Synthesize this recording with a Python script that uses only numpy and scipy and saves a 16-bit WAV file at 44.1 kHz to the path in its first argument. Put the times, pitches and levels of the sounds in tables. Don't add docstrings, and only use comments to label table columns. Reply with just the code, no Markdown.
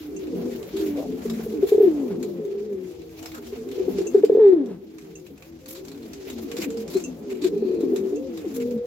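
import sys
import numpy as np
from scipy import signal
from scipy.fft import rfft, irfft
from scipy.io import wavfile
from scipy.ndimage import uniform_filter1d

SR = 44100
rng = np.random.default_rng(int(sys.argv[2]) if len(sys.argv) > 2 else 0)


def master_out(mix):
    frames = np.transpose(np.atleast_2d(mix))
    ceiling = np.clip(frames, -1, 1)
    pcm = np.round(ceiling * 32767).astype(np.int16)
    wavfile.write(sys.argv[1], SR, pcm)


N = 390726
T = np.arange(N) / SR
SIDES = np.array([[1], [-1]])

# time in seconds, pitch in Hz, level of the fundamental in dB.
COOS = [
    [(0.73, 320.7, -29.5), (0.82, 326.6, -28.5), (0.9, 293.8, -27), (1.02, 285, -29), (1.06, 278, -50)],
    [(1.85, 371, -19), (1.88, 355, -9.5), (1.895, 316, -23), (2.02, 274, -25.5), (2.08, 235.7, -31),
     (2.13, 184.7, -37.5), (2.17, 142, -43)],
    [(2.39, 437, -30.5), (2.49, 398, -31), (2.61, 403.7, -28.5), (2.66, 441, -37), (2.72, 402, -26.5),
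     (2.77, 374.4, -31), (2.92, 365, -35.5)],
    [(4.39, 471, -13.5), (4.413, 438, -11.5), (4.46, 402, -8), (4.5, 378.6, -9.5), (4.517, 370, -16.5),
     (4.533, 362, -8), (4.548, 341.3, -19), (4.6, 283, -20), (4.66, 237.2, -33), (4.76, 165.5, -46),
     (4.8, 141.8, -59)],
    [(5.5, 271, -74), (5.66, 279, -50), (5.78, 361, -42), (5.9, 387, -47), (6.09, 385, -48)],
    [(8.44, 479, -30.5), (8.47, 331, -26), (8.51, 280, -38), (8.6, 252, -28.5), (8.73, 239.7, -32),
     (8.76, 227, -25.5), (8.8, 215, -41)],
]
COO_ROLL = [.2, .12, .3, .05, .25, .4]
COO_HARMONICS = [2, 5, 1, 9, 1, 1]
# time near the peak in seconds, peak in dB, pitch in Hz, length in seconds.
HOOTS = [(1.258, -19.5, 420, 0.022), (1.397, -22.5, 415, 0.016), (1.467, -22, 440, 0.021),
         (1.53, -25, 380, 0.029), (1.634, -7, 393.4, 0.029), (1.725, -5, 413, 0.025),
         (1.751, -8, 404, 0.026), (1.784, -7, 413, 0.018), (1.81, -5.5, 419, 0.032),
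         (1.839, -5.5, 388.7, 0.04), (3.532, -24.5, 402, 0.034), (3.783, -18, 392, 0.02),
         (3.804, -15.5, 383, 0.032), (3.884, -12, 382, 0.02), (3.989, -15.5, 390, 0.017),
         (4.01, -13.5, 369, 0.021), (4.07, -20, 398, 0.019), (4.152, -3, 401.4, 0.028),
         (4.183, -12, 386, 0.035), (4.24, -3, 423, 0.022), (4.3, -5, 429, 0.013), (4.325, -9.5, 404, 0.031),
         (4.354, -6.5, 423, 0.019), (4.374, -7.5, 434, 0.012), (4.386, -8, 410, 0.015),
         (6.593, -21.5, 334, 0.0268), (6.961, -11.5, 378.3, 0.042), (7.321, -24.5, 400, 0.032),
         (7.428, -20.5, 297, 0.026), (7.452, -10.5, 365, 0.047), (7.537, -20.5, 418, 0.0298),
         (7.568, -18.5, 407, 0.035), (7.629, -13.5, 401, 0.027), (7.838, -11, 345, 0.014),
         (7.938, -13, 384, 0.025), (8.131, -16.5, 388, 0.028)]
# start in seconds, length in seconds, first pitch in Hz, last pitch in Hz, level in dB.
NEIGHBOUR_NOTES = [(0.44, 0.15, 429.6, 344, -35.5), (0.73, 0.19, 391, 388.6, -27),
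                   (2.548, 0.35, 213, 182, -43.5), (3.044, 0.44, 323, 313, -45),
                   (3.375, 0.1, 444, 382, -38.5), (3.443, 0.33, 225.3, 301, -45.5),
                   (3.658, 0.098, 392, 427, -34), (4.19, 0.21, 293, 276.6, -32),
                   (4.852, 0.39, 326.8, 304, -49), (5.114, 0.21, 406.7, 345, -46),
                   (5.61, 0.23, 504, 533, -50), (5.86, 0.2, 273, 299, -43), (6.202, 0.17, 416, 387, -43),
                   (6.681, 0.19, 454, 461, -33.5), (7.641, 0.13, 383.2, 370.3, -22.5),
                   (7.681, 0.16, 451, 442, -32), (7.955, 0.17, 399, 381, -25),
                   (8.17, 0.14, 516, 509, -36.5), (8.56, 0.53, 474, 480, -29.5),
                   (0.95, 0.12, 449.5, 640, -35.5), (0.27, 0.33, 265.4, 223.7, -37),
                   (0, 0.13, 318, 286, -37.5), (.29, 0.27, 493.6, 488, -43.5),
                   (2.17, 0.26, 355.2, 347, -33), (4.55, 0.15, 380, 397, -31.5),
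                   (7.76, 0.2, 344, 330.2, -29), (8.135, 0.064, 373, 517, -27.5)]
NOTE_ROLL = [.3, .3, .3, .1, .1, .2, .2, .2, .3, .2, .1, .2, .15, .1, .45, .5, .45, .2, .25, 1, .5, .3, .3,
             .2, .35, .75, .1]
# frequency in Hz, gain in dB.
THROAT_SAC = [(140, -11), (250, -3.5), (390, 10), (520, -11), (800, -17), (1300, -29), (1900, -17.5),
              (2700, -43), (3400, -31)]
# frequency in Hz, width in Hz, relative level in dB.
BREATH_MODES = [(810, 1200, 5.5), (1650, 800, -5.5), (3400, 700, -3.5)]
# time in seconds, level in dB.
FLOCK_LEVEL = [(0, -42), (.36, -28), (.66, -37.5), (1, -33), (1.35, -30.5), (2.3, -31.5), (2.7, -39),
               (3.3, -46), (3.96, -28), (4.3, -38), (4.62, -33), (4.9, -45.5), (5.6, -48), (6.6, -32.5),
               (7.1, -35.5), (7.9, -28.5), (8.86, -42)]
# frequency in Hz, gain in dB.
FLOCK_COLOUR = [(65, -47), (110, -17.5), (177, -10), (227, -4.5), (384, 0.5), (520, -8), (690, -19.5),
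                (1300, -34), (1690, -60), (2860, -120)]
# time in seconds, level in dB.
RUSTLE_LEVEL = [(0, -53.5), (.7, -48), (1.4, -47.5), (2.64, -59.5), (3, -53.5), (3.3, -50.5), (3.63, -52),
                (3.96, -47.5), (4.62, -69), (4.95, -59), (5.7, -57.5), (6.4, -48.5), (7.26, -54),
                (7.6, -55), (8.2, -54), (8.6, -51.5), (8.86, -57.5)]
# frequency in Hz, gain in dB.
RUSTLE_COLOUR = [(410, -10), (700, 1), (945, -8.5), (1790, -11), (2360, -9), (2910, -11), (7070, -14),
                 (8720, -26), (11900, -16), (15900, -13.5)]
# start in seconds, level in dB.
TINKS = [(0.163, -47), (4.0678, -40), (5.153, -48.5), (6.1325, -53), (7.038, -37), (8.157, -50)]
# frequency in Hz, width in Hz, relative level in dB.
TINK_MODES = [(2703, 92, -0.5), (6480, 430, 2.5), (6930, 1200, 0.5)]
# start in seconds, level of the wire part in dB,
# loudest frequency in Hz, top treble against the wire in dB, length in seconds.
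SCUFFS = [(0.502, -48.5, 2100, -19, 0.066), (0.761, -40, 3860, -13, 0.081), (0.851, -48, 2390, -3, 0.056),
          (1.331, -47.5, 2054, -11.5, 0.045), (1.658, -45, 3810, 1.5, 0.12),
          (3.34, -42.5, 1350, -11.5, 0.066), (4.142, -50, 1500, -29, 0.075),
          (5.679, -50.5, 4870, 14.5, 0.085), (5.743, -45.5, 4200, -9, 0.068),
          (6.574, -38.5, 5000, -7.5, 0.07), (6.615, -37, 2490, -13.5, 0.06), (6.897, -44, 4670, 0.5, 0.08),
          (6.925, -42.5, 6930, -22, 0.13), (7.293, -48, 2570, -32, 0.096), (7.413, -39.5, 4010, -30, 0.1),
          (8.539, -45, 7290, 6.5, .055), (8.599, -44, 2470, -26, 0.046)]
# start in seconds, level in dB.
CLAWS = [(0.627, -44.5), (0.9686, -46.5), (1.297, -35.5), (2.2266, -38), (3.19, -47.5), (3.226, -42),
         (3.257, -36), (3.316, -45.5), (3.466, -47.5), (3.687, -47.5), (3.713, -43), (3.984, -41),
         (4.014, -45.5), (4.247, -38), (4.6573, -52.5), (4.9824, -46.5), (5.265, -51), (5.422, -47),
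         (5.588, -58), (5.658, -44), (5.849, -46.5), (5.881, -43.5), (5.915, -45.5), (6.028, -51.5),
         (6.132, -40.5), (6.2994, -37.5), (6.383, -47), (6.514, -36.5), (6.566, -33.5), (6.7023, -40.5),
         (6.7706, -42.5), (6.877, -41), (7.806, -46), (7.9593, -35.5), (8.373, -41), (8.707, -48)]
# frequency in Hz, width in Hz, relative gain in dB.
WIRE_MODES = [(1400, 2000, 2.5), (2470, 450, 3), (3960, 1000, 3), (5500, 3100, 0.5), (7300, 1100, 8),
              (11600, 2600, 1.5)]
# start in seconds, length in seconds, first and last pitch in Hz, level in dB.
SQUEAK = (6.93, 0.065, 3850, 4400, -42.5)
# frequency in Hz, width in Hz, level in dB.
WHEEZE_MODES = [(2500, 350, -59), (4200, 790, -58.5)]
# frequency in Hz, gain in dB.
MIC_PORT = [(200, 9), (7000, -2), (8800, -9), (11500, -3.5), (20000, -6)]

OVERTONE_FALL_DB = -11.5
BREATH_DB = -46.5
SWELL_S, RELEASE_S = 0.011, 0.036
DRONE_HZ, DRONE_WIDTH_HZ, DRONE_DB = 161.6, 30, -56
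RUMBLE_SIDE_DB = -16.5
BOX_T60_S, BOX_FLOCK_DB, BOX_NEAR_DB = 0.16, -8, -14
BOX_SIDE_HZ, BOX_SIDE_DB = 545, 7
FAINT_CLAWS, FAINT_CLAW_DB = 110, -60
CLAW_TICK_S, CLAW_RING_S, TINK_RING_S = 0.023, 0.14, 0.13
CLAW_RING_DB = -2
PING_DB, PING_WIDTH_HZ = -10, 260
SWISH_DB = -4.5
SLIDE = 0.08
WHEEZE_S, WHEEZE_LENGTH_S = 7.5, 0.4
BASS_LEFT_DB, OVERTONE_LEFT_DB, OVERTONE_HZ = 2.3, -0.5, 516
TREBLE_LEFT_DB, TREBLE_HZ = 2, 3600
LEFT_LEAD_SAMPLES = 3
TOP_HZ = 15900


def undb(db):
    return 10 ** (np.asarray(db) / 20)


def unit(x):
    return x / np.sqrt(np.mean(x ** 2))


def coloured(x, points):
    hz, db = np.transpose(points)
    f = np.arange(N // 2 + 1) * SR / N
    gain_db = np.interp(np.log(f + 1), np.log(hz), db, -90, -90)
    return irfft(rfft(x) * undb(gain_db), N)


def lowpass(order, hz):
    return signal.butter(order, hz, fs=SR, output="sos")


def band(x, hz, width_hz):
    return signal.lfilter(*signal.iirpeak(hz, hz / width_hz, SR), x)


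def sharp_band(x, hz, width_hz):
    return band(band(x, hz, width_hz), hz, width_hz)


def resonances(noise, modes):
    return sum(undb(db) * unit(sharp_band(noise, hz, width)) for hz, width, db in modes)


def wire_mesh(shake, mix, spread_db):
    parts = zip(WIRE_MODES, mix)
    return unit(sum(undb(db + spread_db * m) * band(shake, hz, width) for (hz, width, db), m in parts))


def walk(rate):
    k = int(SR / rate)
    steps = np.repeat(rng.standard_normal(N // k + 1), k)
    return 1.274 * uniform_filter1d(uniform_filter1d(steps, k), k)[:N]


def add(out, s, x):
    i = max(int(s * SR), 0)
    out[..., i:i + x.shape[-1]] += x[..., :N - i]


def lean(left_db):
    return undb(left_db * SIDES / 2)


def throat_db(hz):
    sac_hz, sac_db = np.transpose(THROAT_SAC)
    return np.interp(np.log(hz), np.log(sac_hz), sac_db)


def note(hz, db, roll, roll_hz, count, fade_s=0.0075):
    t = np.arange(len(hz)) / SR
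    phase = 2 * np.pi * np.cumsum(hz) / SR
    tone = np.sin(phase)
    for k in range(2, count + 1):
        waver = 1 + 0.55 * unit(band(rng.standard_normal(len(t)), 45, 60))
        overtone_db = OVERTONE_FALL_DB * np.log2(k) + throat_db(k * hz) - throat_db(hz)
        tone += waver * undb(overtone_db) * np.sin(k * phase)
    roll_phase = 2 * np.pi * np.cumsum(roll_hz * (1 + 1.6 * roll ** 4)) / SR
    chop = 1 + np.clip(roll, 0, 1) * np.sin(roll_phase)
    chop *= 1 + roll ** 2 * unit(signal.sosfilt(lowpass(4, 120), rng.standard_normal(len(t))))
    fade = np.clip(np.minimum(t, t[-1] - t) / fade_s, 0, 1)
    return np.sqrt(2) * undb(db) * tone * chop * fade


def flock(count=260):
    coos, roll_hz, wobble = np.zeros(N), 32 + 8 * walk(8.755), 1 + 0.02984 * walk(19)
    for when, pitch, glide, length, loud, roll in rng.random((count, 6)):
        u = np.linspace(0, 1, int((0.05 + 0.25 * length ** 2.2) * SR))
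        start = int(when * (N - len(u)))
        span = slice(start, start + len(u))
        hz = 175 * 3.2 ** pitch * (1 + (0.15 - 0.45 * glide) * u) * wobble[span]
        db = 6 * loud + 20 * np.log10(np.sin(np.pi * u) + 0.01)
        add(coos, start / SR, note(hz, db, 0.6 * roll, roll_hz[span], count=1))
    murmur = coloured(unit(coos) + undb(10.5) * rng.standard_normal(N), FLOCK_COLOUR)
    return murmur / np.sqrt(uniform_filter1d(murmur ** 2, size=SR // 3))


def rumble(stir_db):
    mid, side = rng.standard_normal((2, N))
    noise = mid + undb(RUMBLE_SIDE_DB) * side * SIDES
    level_db = -56.5 + 0.73 * (stir_db + 56) + walk(27)
    return unit(band(band(noise, 70, 43), 82, 90)) * undb(level_db)


def drone():
    hum = unit(sharp_band(rng.standard_normal(N), DRONE_HZ, DRONE_WIDTH_HZ))
    return undb(DRONE_DB + 2.2 * walk(7.8)) * hum


def rustle():
    rest = np.array([unit(coloured(rng.standard_normal(N), RUSTLE_COLOUR)) for _ in range(2)])
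    out = 0
    for hz in np.geomspace(1300, 16000, 7):
        part = signal.sosfiltfilt(lowpass(3, hz), rest)
        out = out + part * undb(3.1 * walk(30))
        rest = rest - part
    return out * undb(1.4 * walk(13) + 1.76 * walk(90))


def neighbour_notes(roll_hz):
    out, waver = np.zeros(N), 1 + 0.02 * walk(18)
    for (s, length, first_hz, last_hz, db), roll in zip(NEIGHBOUR_NOTES, NOTE_ROLL):
        span = slice(int(s * SR), int((s + length) * SR))
        t = T[span] - s
        hz = (first_hz + (last_hz - first_hz) * t / length) * waver[span]
        shape = np.clip(np.minimum(t / SWELL_S, (length - t) / RELEASE_S), 0, 1)
        add(out, s, shape * note(hz, db, roll, roll_hz[span], count=1 + (roll > 0.5)))
    return out


def box(x):
    t = np.arange(int(0.3 * SR)) / SR
    decay = 1000. ** (-t / BOX_T60_S) * (t > 0.003)
    mid, side = rng.standard_normal((2, len(t))) * decay
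    side = signal.sosfilt(signal.butter(2, BOX_SIDE_HZ, "highpass", fs=SR, output="sos"), side)
    tail = (mid + undb(BOX_SIDE_DB) * side * SIDES) / np.sqrt(np.sum(mid ** 2))
    return signal.fftconvolve(x[None], tail, axes=1)[:, :N]


def breath(voice):
    rasp = resonances(rng.standard_normal((2, N)), BREATH_MODES)
    power = uniform_filter1d(voice ** 2, size=1300) + 1e-12
    return undb(BREATH_DB) * rasp * power ** 0.39


def tinks():
    out, t = np.zeros((2, N)), np.arange(SR // 8) / SR
    shape = 1000. ** (-t / TINK_RING_S) * np.clip(t / 0.0014, 0, 1)
    for s, db in TINKS:
        ring = resonances(rng.standard_normal((2, len(t))), TINK_MODES)
        add(out, s, undb(db) * ring * shape)
    return out


def scuffs():
    out, grit = np.zeros((2, N)), undb(3.3 * walk(120))
    mixes = rng.standard_normal((len(SCUFFS), len(WIRE_MODES)))
    for (s, db, hz, top_db, length), mix in zip(SCUFFS, mixes):
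        u = np.linspace(0, 1, int(max(length, 0.02) * SR))
        drag = rng.standard_normal((2, len(u)))
        top = unit(band(drag, 12500, 5000))
        wire = wire_mesh(drag, mix, 2.4)
        slide = 2 * np.pi * np.cumsum(hz * (1 + SLIDE * mix[0] * (u - 0.5))) / SR
        swish = signal.lfilter(*signal.butter(2, 0.16 * hz, fs=SR), drag) * np.sin(slide)
        body = undb(SWISH_DB) * unit(swish) + wire + undb(top_db) * top
        add(out, s, undb(db) * body * np.sin(np.pi * u ** 0.6) ** 1.2)
    return out * grit


def claws():
    out, t = np.zeros((2, N)), np.arange(SR // 8) / SR
    faint = [(when * N / SR, FAINT_CLAW_DB + 8 * loud) for when, loud in rng.random((FAINT_CLAWS, 2))]
    strikes = CLAWS + faint
    decay = 1000. ** (-t / CLAW_TICK_S) + undb(CLAW_RING_DB) * 1000. ** (-t / CLAW_RING_S)
    shape = decay * np.clip(t / 0.0024, 0, 1)
    for (s, db), mix in zip(strikes, rng.standard_normal((len(strikes), len(WIRE_MODES)))):
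        shake = rng.standard_normal((2, len(t)))
        pings = sum(unit(band(shake, hz, PING_WIDTH_HZ)) for hz in 2200 * 3.3 ** rng.random(2))
        add(out, s, undb(db) * (wire_mesh(shake, mix, 1.4) + undb(PING_DB) * pings) * shape)
    return out


def coos(roll_hz):
    out = np.zeros(N)
    for rows, roll, count in zip(COOS, COO_ROLL, COO_HARMONICS):
        s, *columns = np.transpose(rows)
        span = slice(int(s[0] * SR), int(s[-1] * SR))
        hz, db = (np.interp(T[span], s, column) for column in columns)
        add(out, s[0], note(hz, db, roll, roll_hz[span], count))
    return out


def hoots():
    out = np.zeros(N)
    for s, db, hz, length in HOOTS:
        u = np.linspace(0, 1, int(max(length, 0.008) * SR))
        phase = 2 * np.pi * np.cumsum(hz * (1.02 - 0.041 * u)) / SR
        tone = undb(db) * (np.sin(phase) + undb(-32.5) * np.sin(1.85 * phase))
        add(out, s - 0.2753 * length, np.sin(np.pi * u ** 0.59) ** 2 * tone)
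    return out


def squeak():
    out, (s, length, first_hz, last_hz, db) = np.zeros(N), SQUEAK
    u = np.linspace(0, 1, int(length * SR))
    tone = np.sin(2 * np.pi * np.cumsum(first_hz + (last_hz - first_hz) * u) / SR)
    rough = 1 + 0.6 * unit(band(rng.standard_normal(len(u)), 90, 160))
    add(out, s, undb(db) * tone * rough * np.sin(np.pi * u))
    return out


def wheeze():
    out, air = np.zeros((2, N)), rng.standard_normal((2, int(WHEEZE_LENGTH_S * SR)))
    add(out, WHEEZE_S, resonances(air, WHEEZE_MODES) * np.sqrt(np.hanning(air.shape[1])))
    return out


def scene():
    far = flock() * undb(np.interp(T, *np.transpose(FLOCK_LEVEL)))
    stir_db = np.interp(T, *np.transpose(RUSTLE_LEVEL))
    roll_hz = 36 + 13 * walk(30)
    near = neighbour_notes(roll_hz) + coos(roll_hz) + hoots()
    tail = box(undb(BOX_NEAR_DB) * near + undb(BOX_FLOCK_DB) * far)
    voices = near + far + rumble(stir_db) + drone() + tail

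    body = signal.sosfiltfilt(lowpass(5, OVERTONE_HZ), voices)
    upper = voices - body + breath(near)
    left, right = lean(BASS_LEFT_DB) * body + lean(OVERTONE_LEFT_DB) * upper
    voices = np.array([np.roll(left, -LEFT_LEAD_SAMPLES), right])

    through_port = coloured(claws() + scuffs() + squeak(), MIC_PORT)
    feet = through_port + tinks() + wheeze() + rustle() * undb(stir_db)
    low = signal.sosfiltfilt(lowpass(2, TREBLE_HZ), feet)
    tilt = lean(TREBLE_LEFT_DB)
    return voices + low / tilt + (feet - low) * tilt


def record(dry):
    low_cut = signal.butter(3, 48, "highpass", fs=SR, output="sos")
    top_cut = signal.ellip(10, 0.2, 80, TOP_HZ, fs=SR, output="sos")
    return signal.sosfilt(top_cut, signal.sosfilt(low_cut, dry))


dry = scene()
out = record(dry)
master_out(out)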